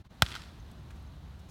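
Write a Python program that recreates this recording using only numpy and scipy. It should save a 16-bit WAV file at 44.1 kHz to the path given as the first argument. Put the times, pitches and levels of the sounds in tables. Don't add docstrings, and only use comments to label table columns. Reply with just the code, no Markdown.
import sys
import numpy as np
from scipy import signal
from scipy.fft import rfft, irfft
from scipy.io import wavfile

SR = 44100
rng = np.random.default_rng(int(sys.argv[2]) if len(sys.argv) > 2 else 0)


def put_to_file(sound):
    columns = np.atleast_2d(sound).T
    safe = np.clip(columns, -1, 1)
    whole_steps = np.round(safe * 32767)
    wavfile.write(sys.argv[1], SR, whole_steps.astype(np.int16))


N = 66150
HIT_S, FINGERS_LAG_S = .22195, .00145

# frequency in Hz, relative level in dB.
SCATTER_TONE = [(100, 6.5), (400, -2), (700, -6), (1300, 3.5), (2200, -2), (3300, -0.5), (5000, -2.5),
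                (7000, -9), (9000, -10.5), (12000, -16), (16000, -26)]


def slap():
    # frequency in Hz, palm level in dB, finger level in dB.
    slap_tone = [(59.3, -34, -11), (231, 9, 3.9), (427, 5, 0.5), (810, 16.5, 9.5), (1460, 15.5, 16.5),
                 (2300, 5.5, 11.5), (2770, 8.5, 8.5), (3170, 19, 2.4), (3820, 13, 3), (4270, 11, -10),
                 (5340, 6.3, 2.3), (6530, -0.2, -8), (8400, -4.5, 1.5), (10600, -10.5, -8.5),
                 (13540, -0.5, -24), (16800, -10, -29)]
    palm = pulse(curve(slap_tone), HIT_S)
    fingers = pulse(curve(slap_tone, column=2), HIT_S + FINGERS_LAG_S)
    return palm + fingers


def ball_ring():
    # pitch in Hz, level in dB, seconds to fade by 60 dB.
    tones = [(572, -36.2, 0.047), (722, -31.4, 0.041), (860, -36.0, 0.035), (1074, -37.0, 0.052),
             (1196, -35.8, 0.04), (1425, -32.0, 0.041), (1560, -29.1, 0.04), (1909, -25.9, 0.032),
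             (2470, -33.6, 0.047), (3090, -29.8, 0.034), (3484, -29.3, 0.031), (3985, -27.7, 0.03),
             (5020, -35.1, 0.03), (5450, -32.7, 0.03)]
    t = since(HIT_S)
    return sum(undb(db) * np.sin(2 * np.pi * hz * t) * swell(HIT_S, rise_s=.001, fade_s=fade_s)
               for hz, db, fade_s in tones)


def sizzle():
    return undb(-21.5) * noise(curve(SCATTER_TONE)) * swell(HIT_S, rise_s=.0007, fade_s=.027)


def thump():
    start_hz, end_hz, sag_s = 218, 47, .007
    start = HIT_S + FINGERS_LAG_S
    t = since(start)
    cycles = end_hz * t + (start_hz - end_hz) * sag_s * (1 - np.exp(-t / sag_s))
    return undb(-11.5) * np.sin(2 * np.pi * cycles) * swell(start, rise_s=.0031, fade_s=.061)


def echoes(crack):
    # arrival in seconds, level in dB, smear in seconds,
    # frequency in Hz above which it dulls, boost or cut of the hollow knock in dB.
    reflections = [(0.2276, -22.5, .0005, 6600, 2), (0.2634, -21, 0.00014, 3900, -10),
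                   (0.2862, -31.5, .002, 9000, -4), (0.3071, -30.5, 0.0023, 5200, -1),
                   (0.3176, -24, .0012, 3800, -9), (0.3242, -28, .002, 7200, -1),
                   (0.3417, -24.5, .0004, 5130, -9), (.3529, -20, .0016, 8000, 4),
                   (0.3561, -27, .003, 6100, -1), (.3623, -24.5, .003, 8000, 5),
                   (0.3694, -28.5, 0.0014, 6000, 0), (.4197, -29.5, .0004, 5500, -14),
                   (.437, -36, 0.0061, 7000, -3)]
    thin_below_hz, knock_hz, knock_octaves = 760, 1250, .36
    clean_share = .7
    thin_crack = rfft(crack) * (1 - lowpass(thin_below_hz, order=2))
    knock_band = np.exp(-(np.log2(freqs() / knock_hz) / knock_octaves) ** 2)
    bounces = 0
    for arrival, db, smear_s, dull_hz, knock_db in reflections:
        delay = arrival - HIT_S
        t = since(delay)
        smear = rng.standard_normal(N) * (t > 0) * np.exp(-t / smear_s)
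        smeared = rfft(smear / np.linalg.norm(smear))
        clean = np.exp(-2j * np.pi * freqs() * delay)
        wall = np.sqrt(clean_share) * clean + np.sqrt(1 - clean_share) * smeared
        bounces += undb(db + knock_db * knock_band) * lowpass(dull_hz, order=2) * wall
    return irfft(thin_crack * bounces, N)


def scatter():
    tone = curve(SCATTER_TONE)
    court = undb(-43) * noise(tone) * swell(HIT_S, rise_s=.026, fade_s=.73)
    trees = undb(-46) * noise(tone * lowpass(4470, order=2)) * swell(.298, rise_s=.014, fade_s=.7)
    flutter_db = 2.2 * drift(hz=220)
    return (court + trees) * undb(flutter_db)


def scuffs():
    # start in seconds, level in dB, decay in seconds, centre frequency in Hz.
    foot_scuffs = [(0.7133, -61.5, 0.002, 8350), (0.904, -64.5, 0.004, 7000), (0.903, -54.5, 0.0036, 1660),
                   (.9535, -72, 0.0079, 6950), (1.024, -70, .002, 8900), (1.39, -68, 0.0054, 6000),
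                   (1.484, -60.5, .02, 5800)]
    width_octaves = .82
    out = 0
    for start, db, decay, hz in foot_scuffs:
        age = since(start) / decay
        grains = noise(np.exp(-np.abs(np.log2(freqs() / hz)) / width_octaves))
        out += undb(db) * grains * age * np.exp(1 - age)
    return out


def wind():
    # frequency in Hz, relative level in dB.
    wind_tone = [(15, -43), (25, -24.5), (50, -4), (70, 1.5), (97, -5.5), (157, -8), (212, -14),
                 (277, -19.5), (416, -27), (451, -30), (754, -28), (1440, -33), (2280, -39), (4030, -37),
                 (4870, -44.5), (6380, -47), (7710, -51.5), (13200, -55), (16000, -57)]
    # time in seconds, rumble change in dB, rustle change in dB.
    breeze = [(.1, -1.5, -0.5), (.5, 0.5, 0), (.72, 1, 1), (.84, 2, 0), (1, 1, .5), (1.2, -1.5, -0.83),
              (1.5, -1, -0.5)]
    # time in seconds, change in dB.
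    dips = [(0, -0.5), (.018, -2.5), (.036, -22.5), (0.05, -1.5), (0.069, -3.5), (.086, -20), (.106, 0.5),
            (.14, 1)]
    t = since(0)
    lows = lowpass(hz=315)
    highs = np.sqrt(1 - lows ** 2)
    times, rumble_db, rustle_db = np.array(breeze).T
    rumble_gain = undb(-48.5 + np.interp(t, times, rumble_db) + drift(hz=7.9))
    rumble = rumble_gain * noise(curve(wind_tone) * lows)
    rustle_gain = undb(-60.5 + np.interp(t, times, rustle_db) + .3 * drift(hz=8.5))
    rustle = rustle_gain * noise(curve(wind_tone) * highs)
    return (rumble + rustle) * undb(np.interp(t, *np.array(dips).T))


def hum():
    pitch_hz = 71 * (1 + .029 * drift(hz=8))
    phase = 2 * np.pi * np.cumsum(pitch_hz) / SR
    return undb(-47) * np.sin(phase) * bump(peak_s=.88, width_s=.15)


def chirps():
    # loudest moment in seconds, level in dB.
    peeps = [(0.604, -65), (1.077, -68)]
    pitch_hz, width_hz = 6300, 220
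    band = np.exp(-((freqs() - pitch_hz) / width_hz) ** 2)
    return noise(band) * sum(undb(db) * bump(peak_s, width_s=.0037) for peak_s, db in peeps)


def undb(db):
    return 10 ** (np.asarray(db) / 20)


def freqs():
    return np.maximum(np.arange(N // 2 + 1) * SR / N, 1)


def since(start):
    return np.maximum(np.arange(N) / SR - start, 0)


def curve(points, column=1):
    table = np.array(points, float)
    return undb(np.interp(np.log(freqs()), np.log(table[:, 0]), table[:, column]))


def lowpass(hz, order=4):
    return 1 / np.sqrt(1 + (freqs() / hz) ** (2 * order))


def noise(gain):
    shaped = irfft(rfft(rng.standard_normal(N)) * gain, N)
    return shaped / np.sqrt(np.mean(shaped ** 2))


def pulse(gain, start):
    cepstrum = irfft(np.log(gain), N)
    cepstrum[1:N // 2] *= 2
    cepstrum[N // 2 + 1:] = 0
    return irfft(np.exp(rfft(cepstrum) - 2j * np.pi * freqs() * start), N)


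def swell(start, rise_s, fade_s):
    t = since(start)
    return (1 - np.exp(-t / rise_s)) * np.exp(-np.log(1000) * t / fade_s)


def bump(peak_s, width_s):
    return np.exp(-((since(0) - peak_s) / width_s) ** 2)


def drift(hz):
    return noise(lowpass(hz, order=2))


def scene():
    crack = slap() + ball_ring() + sizzle()
    return (crack + thump() + echoes(crack) + scatter() + scuffs() + wind() + hum() + chirps())[None]


def record(dry):
    top_hz = 16300
    treble_cut = signal.ellip(8, .2, 70, top_hz, fs=SR, output="sos")
    return signal.sosfilt(treble_cut, np.clip(dry, -1, 1))


dry = scene()
out = record(dry)
put_to_file(out)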